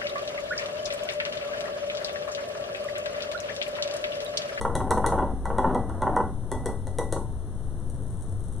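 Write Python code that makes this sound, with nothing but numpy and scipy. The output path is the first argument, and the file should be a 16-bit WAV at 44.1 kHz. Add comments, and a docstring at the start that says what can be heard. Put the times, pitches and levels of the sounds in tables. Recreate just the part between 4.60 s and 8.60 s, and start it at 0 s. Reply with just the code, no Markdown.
"""A small utensil scoops powder from a glass bowl on a wooden counter in a small, live kitchen.
Ventilation rumble, hiss and a low hum run throughout. From the start the scoop crunches through the
powder, clinks on the glass and knocks dully, setting bowl and counter ringing. The last knock falls
near 2.6 s and the utensil is lifted. From 2.9 s a fine crackle swells as powder is sifted, with faint
ticks from 3.3 s on."""
import sys
import numpy as np
from scipy import signal
from scipy.fft import rfft, irfft, next_fast_len
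from scipy.io import wavfile
from scipy.ndimage import uniform_filter1d

SR = 44100
rng = np.random.default_rng(int(sys.argv[2]) if len(sys.argv) > 2 else 0)


def output_pcm(signal):
    """Save a mono or channel-first signal as 16-bit PCM at the path in sys.argv[1].

    Samples are clipped to [-1, 1] before scaling.
    """
    pcm = np.clip(np.atleast_2d(signal).T, -1, 1) * 32767
    wavfile.write(sys.argv[1], SR, np.round(pcm).astype(np.int16))


N = 176400


def undb(db):
    """Decibels to gain."""
    return 10 ** (np.asarray(db) / 20)


def curve(table, at):
    """Linear interpolation, end values held."""
    return np.interp(at, *np.array(table, float).T)


def over_hz(table, hz):
    """Linear interpolation over log frequency."""
    f, values = np.array(table, float).T
    return np.interp(np.log(np.maximum(hz, 1)), np.log(np.sort(f)), values)


def colour(x, table):
    """Minimum-phase filter from rows of f/Hz, level/dB."""
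    n = 2 * next_fast_len(x.shape[-1])
    cepstrum = irfft(over_hz(table, np.arange(n // 2 + 1) * SR / n) * np.log(10) / 20)
    cepstrum[1:n // 2] *= 2
    cepstrum[n // 2 + 1:] = 0
    return irfft(rfft(x, n) * np.exp(rfft(cepstrum)))[..., :x.shape[-1]]


def flatten(x, width_hz):
    """Whiten a burst, keeping detail finer than width_hz."""
    power = np.atleast_2d(abs(rfft(x)) ** 2).mean(axis=0)
    smooth = uniform_filter1d(power, int(width_hz * x.shape[-1] / SR) + 1)
    hz = np.fft.rfftfreq(x.shape[-1], 1 / SR)
    return colour(x, np.c_[hz, 10 * np.log10(power.mean() / smooth)][1:])


def level(x, db):
    """Set the rms level."""
    return x * undb(db) / np.sqrt(np.mean(x ** 2))


def add(out, start_s, sound):
    """Mix a sound in at start_s."""
    i = max(int(start_s * SR), 0)
    out[i:i + len(sound)] += sound[:N - i]


def pan(x, left_db):
    """Place a sound by level difference."""
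    return x * undb(np.array([[left_db], [-left_db]]) / 2)


def grains(rate_per_s, spread_db):
    """Random tiny impacts of uneven size."""
    hits = (rng.random(N) < rate_per_s / SR) * rng.choice([-1, 1], N)
    return hits * undb(spread_db * np.clip(rng.standard_normal(N), -2, 2))


def tick(spectrum, decay_s=0.00085):
    """Hard contact: a short noise crack of unit energy."""
    t = np.arange(SR // 50) / SR
    burst = rng.standard_normal(len(t)) * np.exp(-t / decay_s)
    crack = colour(flatten(burst, width_hz=1200), spectrum)
    return crack / np.sqrt(np.sum(crack ** 2))


def ring(modes, blows, scatter_db):
    """Decaying modes; each blow lands on another spot and weights them differently."""
    t, out = np.arange(SR) / SR, np.zeros(N)
    hz, mode_db, t60_s = np.array(modes, float).T
    waves = np.sin(2 * np.pi * hz[:, None] * t)
    for start_s, db, t60_share in blows:
        gains = undb(db + mode_db + scatter_db * rng.standard_normal(len(modes)))
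        decay = np.exp(-np.log(1000) * t / (t60_s[:, None] * np.clip(t60_share, .1, 1)))
        add(out, start_s, gains @ (waves * decay))
    return out


# side re mid in diffuse sound: f/Hz, level/dB
SIDE_SPECTRUM = [(60, -39.5), (250, -25), (500, -17.5), (1000, -12), (2000, -8.5), (4000, -1.5),
                 (9000, 3.5)]
def diffuse(size):
    """Stereo noise, narrow in the bass, wide in the treble."""
    mid, side = rng.standard_normal((2, size))
    side = colour(side, SIDE_SPECTRUM)
    return np.array([mid + side, mid - side])


# rumble and hiss: f/Hz, level/dB
VENT_SPECTRUM = [(15, 0.5), (35, -11), (55, -8.5), (90, 0), (130, -7), (200, -14), (400, -20.5),
                 (800, -28.5), (1500, -34.5), (3000, -37.5), (6000, -40.5), (9000, -44), (13300, -53),
                 (14500, -86)]
def ventilation():
    """Steady diffuse rumble with soft hiss."""
    return level(colour(diffuse(N), VENT_SPECTRUM), db=-33.5)


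# hum rms: t/s, level/dB
HUM_ENVELOPE = [(.38, -39), (.55, -33), (.95, -34.5), (1.1, -42)]
def hum(hz=56.6):
    """Low tone that swells briefly."""
    t = np.arange(N) / SR
    return undb(curve(HUM_ENVELOPE, t)) * np.sqrt(2) * np.sin(2 * np.pi * hz * t)


# scoop pressure in the powder: t/s, level/dB
SCOOP_PRESSURE = [(0, -8), (.3, -4), (.6, 1.5), (.78, -19.5), (.95, -4), (1.14, 3), (1.26, -11), (1.55, 2),
                  (1.76, -24), (2.1, -9), (2.3, -47)]
# powder crunch: f/Hz, level/dB
SCRAPE_SPECTRUM = [(60, -8.5), (160, -5), (450, -3), (900, -4.5), (2000, -18.5), (4000, -35), (12000, -46)]
def scrape():
    """Powder crunches dully as the scoop pushes through."""
    crunch = colour(grains(rate_per_s=900, spread_db=4.5), SCRAPE_SPECTRUM)
    return level(crunch, db=-34) * undb(curve(SCOOP_PRESSURE, np.arange(N) / SR))


# utensil on glass: t/s, tick level/dB, ring level/dB, share of t60 left/1
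GLASS_HITS = [(0.0122, -7, -7.5, 0.93), (0.153, -2, -1, 0.67), (0.3074, -0.5, 0, 0.28),
              (0.378, -15.5, -18, 0.43), (0.4425, -25, -8, 0), (0.4628, 0.5, 2.5, 0.41),
              (.586, -27, -10, 1), (0.8552, -15.5, -9, 0.6), (0.983, -12.5, -3.5, 0.5),
              (1.1468, -17.5, -7.5, 0.8), (1.295, -22.5, -20, 1), (1.4195, -14.5, -4.5, 0.28),
              (1.5625, -14, -6, 0.72), (1.916, -7, -5, 0.9), (2.0587, -5, -3.5, 0.85),
              (2.2703, -15.5, -18, 1), (2.3855, -3.5, -5.5, 0.72), (2.5247, -2, -3.5, 0.52)]
# contact crack: f/Hz, level/dB
CLINK_SPECTRUM = [(300, 8), (1500, -3), (2500, -6), (4200, 2), (5400, 0), (6500, 3.5), (8200, 4),
                  (9400, -6), (10300, -7), (11500, -10), (14000, -16.5), (16000, -28)]
def clinks(gain_db=3.5):
    """The utensil ticks against the glass."""
    out = np.zeros(N)
    for start_s, db, _, _ in GLASS_HITS:
        add(out, start_s, undb(gain_db + db) * tick(CLINK_SPECTRUM))
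    return out


# bowl modes: f/Hz, level/dB, t60/s
GLASS_MODES = [(1966, 8.5, 0.48), (3350, -7.5, 0.31), (8100, -26, 0.043)]
def glass_ring(gain_db=-31):
    """The bowl rings after each clink, damped by the touching utensil."""
    blows = [(start_s, db, t60_share) for start_s, _, db, t60_share in GLASS_HITS]
    return undb(gain_db) * ring(GLASS_MODES, blows, scatter_db=2.5)


# dull blows of utensil and bowl: t/s, level/dB, f/Hz
KNOCK_HITS = [(.013, -9, 815), (.0505, 0, 945), (.155, -7, 760), (0.2039, -6, 920), (0.273, -14.5, 810),
              (.311, 1.5, 960), (0.373, -1.5, 840), (0.442, 1.5, 975), (0.4647, -8.5, 660),
              (0.5221, -0.5, 820), (0.5313, -6.5, 860), (0.5784, -6, 810), (0.587, -4.5, 940),
              (0.6223, -7.5, 830), (0.8556, -8, 880), (0.9025, -6.5, 870), (0.962, -16, 960),
              (0.9843, -0.5, 890), (0.9962, -16.5, 910), (1.0442, 0.5, 920), (1.0999, -8.5, 810),
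              (1.1509, -4, 840), (1.297, -13, 840), (1.4214, -3, 840), (1.435, -6.5, 840),
              (1.4689, -0.5, 955), (1.5655, 1.5, 950), (1.6027, -2, 920), (1.917, -10.5, 566),
              (1.945, -16.5, 854), (2.061, -11.5, 560), (2.091, -14, 800), (2.269, -22.5, 610),
              (2.3886, -8, 605), (2.4121, -14.5, 960), (2.526, -7.5, 585), (2.5636, -11, 900)]
# knock filter: f/Hz, level/dB
KNOCK_SPECTRUM = [(40, -13), (130, -1.5), (230, 6), (500, 2.5), (1000, -0.5), (1500, 3), (2100, 7.5),
                  (3000, 3), (4500, -35), (9000, -45)]
def knocks(gain_db=-9.5, rise_s=0.00057, crunch_decay_s=0.0028):
    """Cushioned blows: two or three heavily damped cycles and a short powder crunch."""
    t, out = np.arange(SR // 25) / SR, np.zeros(N)
    envelope = t / rise_s * np.exp(1 - t / rise_s)
    for start_s, db, hz in KNOCK_HITS:
        body = envelope * np.sin(2 * np.pi * hz * t)
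        burst = rng.standard_normal(len(t)) * np.exp(-t / crunch_decay_s)
        crunch = colour(burst, [(1200, -9), (2000, -13.5), (5000, -20)])
        crunch = level(crunch, db=-10.5) * body.std()
        add(out, start_s, -undb(gain_db + db) * (body + crunch))
    return colour(out, KNOCK_SPECTRUM)


# modes of the counter carrying the bowl: f/Hz, level/dB, t60/s
COUNTER_MODES = [(209.7, 5.5, 0.44), (258.2, 4.5, 0.59), (393, -11, 0.16), (469, 1.5, 0.48),
                 (520.6, 5.5, 0.12), (758, 4, 0.48), (908, -0.5, 0.45), (991, -1, 0.43), (1120, 6, 0.16),
                 (1379, -22.5, .28)]
def counter_ring(gain_db=-39):
    """The counter rings freely after each knock."""
    blows = [(start_s, db, 1) for start_s, db, _ in KNOCK_HITS]
    return undb(gain_db) * ring(COUNTER_MODES, blows, scatter_db=3.5)


# near reflection: f/Hz, level/dB
BOUNCE_SPECTRUM = [(1000, -1), (1800, -0.5), (4000, -11), (10000, -7.5)]
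def bounce(x, delay_s=0.002086):
    """A hard surface close by doubles each contact with a duller copy."""
    out = x.copy()
    add(out, delay_s, colour(x, BOUNCE_SPECTRUM))
    return out


# reverberation time: f/Hz, t60/s
TAIL_T60 = [(100, 0.27), (250, 0.5), (600, 0.29), (3500, 0.27), (12000, 0.37)]
def room_tail(t):
    """Diffuse reverberation, each band decaying at its own rate."""
    f = np.fft.rfftfreq(len(t), 1 / SR)
    noise_spectrum = rfft(diffuse(len(t)))
    centres_hz = np.geomspace(60, 16000, 12)
    tail = 0
    for hz, weights in zip(centres_hz, np.eye(len(centres_hz))):
        band = irfft(noise_spectrum * over_hz(list(zip(centres_hz, weights)), f))
        tail = tail + band * np.exp(-np.log(1000) * t / over_hz(TAIL_T60, hz))
    return tail


# reflections off counter, shelves and walls: t/ms, level/dB
EARLY_ECHOES = [(7.9, 2.5), (13.1, -17.5), (15.2, -9.5), (27.6, -17)]
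# scatter and tail: f/Hz, level/dB
ROOM_SPECTRUM = [(60, -7), (140, 2), (230, 9), (500, 0.5), (1000, 0), (2000, -5.5), (4000, 1), (9300, -1),
                 (14000, 0)]
def kitchen(x, onset_s=0.0074, scatter_decay_s=0.005):
    """Quick scatter from nearby things, a few distinct reflections, a short tail."""
    size = 2 * SR // 3
    t = np.arange(size) / SR
    onset = 1 - np.exp(-(t / onset_s) ** 2)
    tail = level(room_tail(t) * onset, db=-1)
    scatter = level(diffuse(size) * np.exp(-t / scatter_decay_s) * onset, db=-6.5)
    reverb = colour(flatten(tail + scatter, width_hz=70), ROOM_SPECTRUM) / np.sqrt(size)
    early = np.zeros(size)
    for ms, db in EARLY_ECHOES:
        early[int(ms * SR / 1000)] += undb(db)
    response = reverb + colour(early, [(1500, -6.5), (6000, -12.5)])
    return signal.fftconvolve(x[None], response, axes=1)[:, :N]


def shifting_room(x, dwell_s=.14, spots=3):
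    """The moving utensil excites the room differently: one response per spot, taken in rotation."""
    spot = (np.arange(N) / SR // dwell_s) % spots
    out = 0
    for k in range(spots):
        gate = 1. * (spot == k)
        crossfade = uniform_filter1d(uniform_filter1d(gate, size=200), size=200)
        out = out + kitchen(x * crossfade)
    return out


# powder flow: t/s, level/dB
SIFT_FLOW = [(2.9, -13), (3.3, -0.5), (3.9, 2)]
# sifting ticks: t/s, level/dB
SIFT_HITS = [(3.2996, -1), (3.609, -4.5), (3.6232, -0.5), (3.662, -11), (3.724, -6), (3.84, -5),
             (3.924, -4.5)]
# specks and ticks: f/Hz, level/dB
SIFT_SPECTRUM = [(1000, -5), (5000, -0.5), (8000, 10), (9500, 2.5), (11000, -5), (14000, -7)]
def sifting(tick_gain_db=-17.5):
    """Powder shaken out: fine crackle and a few clearer ticks."""
    specks = colour(grains(rate_per_s=120, spread_db=6), SIFT_SPECTRUM)
    out = level(specks, db=-57.5) * undb(curve(SIFT_FLOW, np.arange(N) / SR))
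    for start_s, db in SIFT_HITS:
        add(out, start_s, undb(tick_gain_db + db) * tick(SIFT_SPECTRUM))
    return out


def scene(ring_send_db=-7.5):
    """Bowl centred, sifting slightly left; the room answers both."""
    contacts = bounce(clinks() + knocks()) + scrape()
    rings = glass_ring() + counter_ring()
    sift = sifting()
    room = shifting_room(contacts + undb(ring_send_db) * rings + sift)
    return contacts + rings + pan(sift, left_db=1) + room + ventilation() + hum()


def record(dry):
    """The microphone sums delayed copies, notching the treble; left is brighter, with a DC offset."""
    lag_s, copies, cutoff_hz, left_dc = 1.033e-4, 4, 15000, -.028
    f = np.fft.rfftfreq(2 * N, 1 / SR)
    comb = np.mean([np.exp(-2j * np.pi * f * k * lag_s) for k in range(copies)], axis=0)
    left_db = over_hz([(1000, 0.3), (4500, 0), (8500, 3.5), (13000, 4.0)], f)
    tilt = undb(np.array([left_db, -left_db]) / 2)
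    out = irfft(rfft(dry, 2 * N) * comb * tilt)[:, :N]
    lowpass = signal.ellip(8, .2, 70, cutoff_hz, fs=SR, output="sos")
    return signal.sosfilt(lowpass, out) + np.array([[left_dc], [0]])


dry = scene()
out = record(dry)
output_pcm(out)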